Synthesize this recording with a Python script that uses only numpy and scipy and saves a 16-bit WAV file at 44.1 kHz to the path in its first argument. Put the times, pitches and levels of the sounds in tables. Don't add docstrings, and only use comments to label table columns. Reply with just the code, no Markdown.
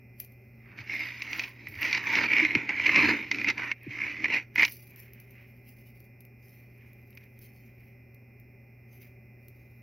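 import sys
import numpy as np
from scipy import signal
from scipy.fft import rfft, irfft, next_fast_len
from scipy.io import wavfile
from scipy.ndimage import uniform_filter1d

SR = 44100
rng = np.random.default_rng(int(sys.argv[2]) if len(sys.argv) > 2 else 0)


def generate_wav(signal):
    frames = np.transpose(np.atleast_2d(signal))
    scaled = np.clip(frames, -1, 1) * 32767
    pcm = np.round(scaled).astype(np.int16)
    wavfile.write(sys.argv[1], SR, pcm)


N = 433062

# t/s of full pressure, rise/s, hold/s, release/s, level/dB,
# then, against that level, hollow middle/dB, treble grit/dB, low shudder/dB; last, the ring's f/Hz
RUB_STROKES = [(0.698, 0.17, 0.13, .08, -56, -7, -22, -10, 2330),
               (0.782, .015, 0.017, 0.067, -42.5, -16, -12.5, -13, 2280),
               (0.92, 0.077, 0.11, .36, -35, -18.5, -14, -19, 2190),
               (1.331, 0.2, 0.097, 0.1, -38, -11, -11, -15, 2560),
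               (1.60, 0.14, 0.2, 0.056, -53, -16, -13.5, -6.5, 2250),
               (1.85, 0.088, 0.13, 0.041, -28, -15, -13.5, -19.5, 2260),
               (2.131, 0.21, 0.12, 0.069, -27, -11, -14.5, -11.5, 2050),
               (2.321, 0.085, 0.084, 0.22, -22.5, -19, -20.5, -16.5, 2143),
               (2.52, 0.068, .06, .2, -35.5, -15.5, -18, -4.5, 2150),
               (2.695, 0.0092, 0.013, 0.066, -30, -13, -19, -8, 2135),
               (2.868, .2, 0.091, 0.12, -24.5, -20, -19, -18, 2180),
               (2.981, 0.11, 0.12, 0.18, -22, -15.5, -17.5, -8, 2270),
               (3.33, 0.042, 0.17, .1, -38, -15, -12.5, -4.5, 2160),
               (3.485, 0.026, .015, 0.023, -20.5, -18.5, -18, -16.5, 2180),
               (3.587, .04, 0.06, 0.07, -30, -15, -20.5, -17, 2150),
               (3.66, .04, .06, 0.019, -40, -12, -16, -15, 2110),
               (3.91, .04, 0.068, 0.16, -44.5, -19.5, -11.5, -11, 2180),
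               (4.039, 0.17, 0.03, .24, -32, -17.5, -19.5, -15, 2170),
               (4.231, 0.1, 0.067, .1, -38, -17, -17, -5, 2160),
               (4.329, 0.072, 0.044, 0.045, -26, -16, -18, -17.5, 2140),
               (4.585, 0.023, 0.052, 0.046, -22.5, -18, -14.5, -19.5, 2060)]
# t/s, level/dB, treble against the ring/dB, f/Hz
BEAD_KNOCKS = [(0.2005, -43, -25, 2420), (0.7881, -33.5, -33, 2170), (0.8964, -25.5, -38, 2180),
               (1.2206, -21.5, -6.5, 2550), (1.277, -29, -21, 2240), (1.3314, -22, -5, 2420),
               (1.3952, -15.5, -8.5, 2550), (1.4379, -24.5, -10, 2500), (1.6706, -26.5, -22, 2030),
               (1.7533, -36, -12, 2060), (1.8298, -18, -11, 2850), (1.929, -13, -6, 2360),
               (1.949, -15.5, -7.5, 2116), (2.1545, -12, -10, 2115), (2.1864, -14.5, -32, 2130),
               (2.3835, -13.5, -17.5, 2140), (2.3984, -12, -29, 2240), (2.407, -15, -32, 2260),
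               (2.4503, -11, -20.5, 2140), (2.5077, -18, -37, 1990), (2.5521, -8, -17, 2130),
               (2.6924, -17, -19.5, 2020), (2.798, -15.5, -27, 2290), (2.8609, -12, -22, 2400),
               (2.8664, -14, -12, 2170), (2.8928, -11.5, -28.5, 2120), (2.9597, -8.5, -13, 2450),
               (3.3149, -13.5, -10.5, 2050), (3.3458, -20.5, -16, 2520), (3.3857, -23, -18.5, 2520),
               (3.4146, -22.5, -16, 1990), (3.4451, -16, -20, 2085), (3.4865, -16, -1.5, 2136),
               (3.5014, -14, -10, 2070), (3.5798, -21.5, -16, 2140), (3.7155, -17.5, -17.5, 2170),
               (4.2438, -12, -21.5, 2210), (4.2564, -14, -26, 1960), (4.559, -16.5, -19.5, 2020),
               (4.5815, -13, -33, 2180), (4.5954, -10, -23, 2170), (4.6104, -13.5, -29.5, 2110),
               (4.6309, -8.5, -18.5, 2104), (4.6506, -14.5, -3.5, 2500), (4.6798, -27.5, -3.5, 2170),
               (7.129, -50, -10, 2430), (7.1738, -39.5, -10.5, 2380), (7.235, -54, -10, 2410),
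               (9.03, -51, -4, 2400)]
# t/s, level/dB, first f/Hz, last f/Hz, length/s
SOFT_BUMPS = [(0.795, -43.5, 130, 70, 0.043), (1.68, -41, 121.6, 85, 0.043),
              (1.765, -39.5, 111.6, 80, 0.034), (2.418, -24.5, 323, 290, 0.048),
              (2.552, -22, 359, 125, 0.018), (2.563, -30.5, 149.4, 110.6, 0.017),
              (3.865, -34.5, 375, 110, 0.022), (3.874, -36.5, 126.3, 115, 0.044)]
# f/Hz, level/dB
HOUSING_COLOUR = [(250, -35.5), (480, -21.5), (720, -23.5), (960, -15), (1220, -19), (1700, -9.5),
                  (2100, 1.5), (2430, 0), (2750, -8), (3400, -26.5), (4400, -27.5), (5900, -31),
                  (7000, -47), (8300, -65)]
# f/Hz, level/dB
SHUDDER_COLOUR = [(40, -47), (90, -13), (160, -16), (220, -5.5), (265, -4.5), (303, 4), (350, -7),
                  (450, -12.5), (700, -30), (1500, -67.5)]
# t/s, hold/s, level/dB
CHAIN_RUNS = [(0.2, 0.013, -55.5), (0.25, 0.79, -75), (0.945, 0.17, -58.5), (1.21, .02, -59),
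              (1.325, 0.15, -57), (1.694, 0.16, -58), (4.61, .05, -48), (4.668, 0.07, -43.5),
              (4.79, 0.096, -56.5), (4.992, 0.018, -51), (5.14, .45, -69), (5.668, .04, -57.5),
              (5.78, 0.1, -61.5), (5.95, 0.096, -67), (6.432, .17, -61), (6.68, 0.87, -71.5),
              (7.43, 0.029, -55.5), (7.52, 0.15, -65.5), (7.79, 0.097, -68), (8.927, .04, -59.5),
              (9.024, .005, -56), (9.417, 0.39, -72)]
# f/Hz, level/dB
LINK_COLOUR = [(1000, -40.5), (2400, -1), (3500, -17.5), (4600, -12), (6100, -11.5), (7000, -20),
               (8300, -36.5), (10000, -13), (11200, -7.5), (11900, -1.5), (12800, -4), (14200, -6),
               (16000, -4.5)]
# t/s, level/dB, f/Hz
LINK_CLINKS = [(0.199, -37, 11800), (0.2014, -18.5, 11700), (0.2475, -34, 13300), (0.322, -45, 11500),
               (1.377, -36, 12300), (1.6857, -31, 13800), (1.8127, -29, 11700), (1.8183, -27, 12700),
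               (3.8322, -40.5, 13600), (4.5547, -33, 12900), (4.6516, -27, 11900), (4.6995, -34, 15100),
               (4.7226, -27, 13600), (4.961, -36, 13400), (5.001, -31, 11800), (5.1347, -35, 13700),
               (5.2005, -35, 14900), (5.3088, -37.5, 13800), (5.69, -41, 11800), (6.004, -40, 12000),
               (6.2064, -38.5, 12600), (6.2517, -40, 12200), (6.9326, -44, 12300), (7.1057, -43, 11600),
               (7.152, -42, 13100), (7.1745, -40, 14600), (7.2394, -43, 13300), (7.391, -42.5, 12200),
               (7.427, -43, 13700), (8.1464, -44.5, 11500), (8.3993, -45.5, 12100), (9.4838, -35.5, 12200)]
# multiple of its pitch, level/dB, time to fade by 60 dB/s
LINK_TONES = [(1, 8.5, 0.079), (1.014, -20, .08), (1.032, -7, .06)]
# t/s, hold/s, level/dB
FINGER_BRUSHES = [(4.99, 0.025, -56.5), (5.1, 0.41, -62.5), (6.71, .5, -66), (7.43, 0.031, -70),
                  (7.5, 0.51, -72), (9.02, .02, -68)]
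# f/Hz, level/dB
ROOM_COLOUR = [(20, -29), (50, 0.5), (90, 3), (170, -5), (230, 3.5), (310, -11), (390, -1), (480, -17.5),
               (560, -8), (660, -19.5), (760, -14.5), (950, -26), (1400, -27.5), (1750, -24.5),
               (2080, -13.5), (2430, -15.5), (3000, -45), (3600, -50), (5500, -35), (8200, -67),
               (12000, -34), (16000, -38.5)]
# f/Hz, level/dB
HUM_TONES = [(120, -54.5), (240, -76.5), (360, -79), (2040, -71.5), (2160, -78.5), (2400, -69.5),
             (2520, -75), (2640, -82.5), (2760, -85), (5280, -89), (12840, -84), (14520, -89.5),
             (14760, -88)]
# f/Hz, likeness from 0 to 1
PORT_LIKENESS = [(130, .995), (300, .99), (480, .9), (650, .35), (1000, .7), (1500, .96), (2300, .99),
                 (5000, .92), (8000, .5), (12000, .82)]
# f/Hz, level/dB
LEFT_LOUDER = [(300, -.1), (600, 1.5), (850, -1), (1150, -1), (1300, -4.4), (1850, -6), (2100, -3),
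               (2400, -1), (2700, .2), (5500, .9), (11000, 0)]
# f/Hz, phase/rad
LEFT_AHEAD = [(130, 0), (300, .45), (550, .55), (700, -.3), (880, .2), (1150, -.4), (1300, .3), (1500, .05),
              (6400, .15), (7500, 2), (9500, 2), (11500, 0)]


def rubbing(gains, ring_hz, grip=6.1):
    pressure = (gains[0] / gains[0].max()) ** 0.12
    contact = slips(per_s=3200, spread_db=2, clump_db=2.9 * pressure, clumps_per_s=170)
    push = np.tanh(contact / grip)
    _, grit = split(colour(wander(contact, patchy_db=4.0), HOUSING_COLOUR))
    body, _ = split(colour(wander(push, patchy_db=3.0), HOUSING_COLOUR))
    hollow, ring = split(body, hz=1490)
    ring = ring + amp(0.5) * resonate(ring, ring_hz, width_hz=780)
    shudder = colour(push, SHUDDER_COLOUR)
    parts = ring, hollow, grit, shudder
    return amp(-1) * sum(unit(part) * gain for part, gain in zip(parts, gains))


def strokes():
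    power = np.array([(amp(db) * swell(s, rise, hold, release)) ** 2
                      for s, rise, hold, release, db, *_ in RUB_STROKES])
    *parts_db, ring_hz = np.transpose(RUB_STROKES)[-4:]
    total = power.sum(0)
    hollow, grit, shudder = (np.sqrt(amp(db) ** 2 @ power) for db in parts_db)
    return np.sqrt(total), hollow, grit, shudder, ring_hz @ power / total


def knocks(skid_db=-25, skid_s=.002, chatter_db=-19, chatter_s=0.0048, size=2400):
    out, t = np.zeros(N), np.arange(-size, size) / SR
    skid = amp(skid_db) * np.exp(-abs(t) / skid_s)
    chatter = amp(chatter_db) * np.exp(-abs(t) / chatter_s)
    for s, db, treble_db, hz in BEAD_KNOCKS:
        force = np.where(t < 0, skid, chatter) * rng.standard_normal(len(t))
        force[size] = 1
        ring, crack = split(colour(force, HOUSING_COLOUR))
        bead_tone = resonate(ring, hz, width_hz=110)
        knock = unit(unit(ring) + amp(1) * unit(bead_tone)) + amp(treble_db) * unit(crack)
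        add(out, s - size / SR, amp(db) * knock / abs(knock).max())
    return out


def bumps():
    out = np.zeros(N)
    for s, db, first_hz, last_hz, length in SOFT_BUMPS:
        progress = np.arange(0, 3 * length, 1 / SR) / length
        hz = last_hz + (first_hz - last_hz) * np.exp(-2 * progress ** 2)
        loudness = progress ** 2 * np.exp(-5.5 * progress)
        tone = np.sin(2 * np.pi * np.cumsum(hz) / SR)
        add(out, s, amp(db) * loudness / loudness.max() * tone)
    return out


def chain(drag, echo_s=.012, loose_db=-9, size=4000):
    runs = together(amp(db) * swell(s, .045, hold, .11) for s, hold, db in CHAIN_RUNS)
    echo = 0.016 * rng.standard_normal(size) * np.exp(-np.arange(size) / SR / echo_s)
    echo[0] = 1
    fine = slips(per_s=1300, spread_db=1.5, clump_db=3.0, clumps_per_s=65)
    loose = slips(per_s=45, spread_db=2.0, clump_db=0.5, clumps_per_s=11)
    ticks = signal.oaconvolve(fine + amp(loose_db) * loose, echo)[:N]
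    tinkle = colour(wander(ticks, patchy_db=4.5), LINK_COLOUR)
    return amp(-1.5) * unit(tinkle) * together([runs, drag])


def clinks(tick_s=0.00078, echo_s=0.027, ring_db=-29, middle_db=-5, size=6000):
    out, t = np.zeros(N), np.arange(size) / SR
    fade = np.exp(-t / tick_s) + 0.074 * np.exp(-t / echo_s)
    for s, db, hz in LINK_CLINKS:
        burst = fade * rng.standard_normal(size)
        middle, top = split(colour(burst, LINK_COLOUR), hz=8300)
        tick = top + amp(middle_db) * middle
        ring = sum(amp(tone_db - 60 * t / fade_s) * np.sin(2 * np.pi * hz * ratio * t)
                   for ratio, tone_db, fade_s in LINK_TONES)
        add(out, s, amp(db) * (tick / abs(tick).max() + amp(ring_db) * ring))
    return out


def fingers():
    touch = together(amp(db) * swell(s, 0.22, hold, 0.14) for s, hold, db in FINGER_BRUSHES)
    contact = slips(per_s=2000, spread_db=-1.0, clump_db=5, clumps_per_s=16)
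    return unit(colour(contact, HOUSING_COLOUR)) * touch


def room():
    return amp(-58.0) * unit(colour(rng.standard_normal(N), ROOM_COLOUR))


def hum(waver_db=-0.3):
    t = np.arange(N) / SR
    tones = sum(amp(db) * np.sin(2 * np.pi * (hz * t + rng.random())) for hz, db in HUM_TONES)
    return np.sqrt(2) * tones * amp(waver_db * drift(per_s=7.6))


def slips(per_s, spread_db, clump_db, clumps_per_s):
    size_db = spread_db * np.minimum(rng.exponential(1, N), 4)
    size_db += clump_db * np.clip(drift(clumps_per_s), -2, 2)
    clicks = (rng.random(N) < per_s / SR) * rng.choice([-1, 1], N)
    return unit(clicks * amp(size_db))


def wander(x, patchy_db, size=1024):
    spectrum = signal.stft(x, nperseg=size)[2]
    patches = rng.standard_normal(spectrum.shape)
    patches = uniform_filter1d(patches, size=5, axis=0)
    patches = unit(uniform_filter1d(patches, size=12, axis=1))
    return signal.istft(spectrum * amp(patchy_db * patches), nperseg=size)[1][:N]


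def swell(s, rise_s, hold_s, release_s, fade_db=20):
    t = np.arange(N) / SR - s
    away = np.maximum(-t / rise_s, 0) + np.maximum((t - hold_s) / release_s, 0)
    return amp(-fade_db * np.minimum(away, 10))


def together(gains):
    return np.sqrt(sum(gain ** 2 for gain in gains))


def drift(per_s):
    return np.interp(np.arange(N) * per_s / SR, np.arange(N), rng.standard_normal(N))


def resonate(x, hz, width_hz):
    turn = np.exp(2j * np.pi * np.cumsum(hz * np.ones(len(x))) / SR)
    decay = np.exp(-np.pi * width_hz / SR)
    return 2 * (turn * signal.lfilter([1 - decay], [1, -decay], x / turn + 1e-18)).real


def colour(x, points, size=4096):
    hz = abs(np.fft.fftfreq(size, 1 / SR))
    log_gain = np.log(amp(read(points, hz)))
    response = np.exp(np.conj(signal.hilbert(log_gain)))
    ring = np.fft.ifft(response).real[:size // 2]
    return signal.oaconvolve(x, ring)[:len(x)]


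def split(x, hz=3300):
    low = signal.sosfiltfilt(signal.butter(5, hz, fs=SR, output="sos"), x)
    return low, x - low


def amp(db):
    return 10 ** (np.asarray(db) / 20)


def unit(x):
    return x / np.sqrt(np.mean(x ** 2) + 1e-20)


def read(points, hz):
    f, value = np.transpose(points)
    return np.interp(np.log(hz + 1), np.log(f + 1), value)


def add(mix, s, sound):
    part = mix[..., max(round(s * SR), 0):][..., :sound.shape[-1]]
    part += sound[..., :part.shape[-1]]


def ports(shared, stray):
    size = next_fast_len(N)
    likeness = np.clip(read(PORT_LIKENESS, np.fft.rfftfreq(size, 1 / SR)), 0, 1)
    stray_gain = np.sqrt((1 - likeness) / (1 + likeness))
    side = irfft(rfft(stray, size) * stray_gain, size)[:N]
    return np.array([shared + side, shared - side])


def scene(chain_drag_db=-14.5):
    ring, hollow, grit, shudder, ring_hz = strokes()
    gains = ring, hollow, grit, shudder
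    drag = amp(chain_drag_db) * grit
    shared, stray = (rubbing(gains, ring_hz) + fingers() + chain(drag) + clinks() + room()
                     for _ in range(2))
    return ports(shared, stray) + knocks() + bumps() + hum()


def record(dry, top_hz=15850):
    size = next_fast_len(N)
    hz = np.fft.rfftfreq(size, 1 / SR)
    left = amp(read(LEFT_LOUDER, hz) / 2) * np.exp(.5j * read(LEFT_AHEAD, hz))
    heard = irfft(rfft(dry, size) * np.array([left, 1 / left]), size)[:, :N]
    low_pass = signal.firwin(511, top_hz, window=("kaiser", 9), fs=SR)
    return signal.oaconvolve(heard, low_pass[None], "same")


dry = scene()
out = record(dry)
generate_wav(out)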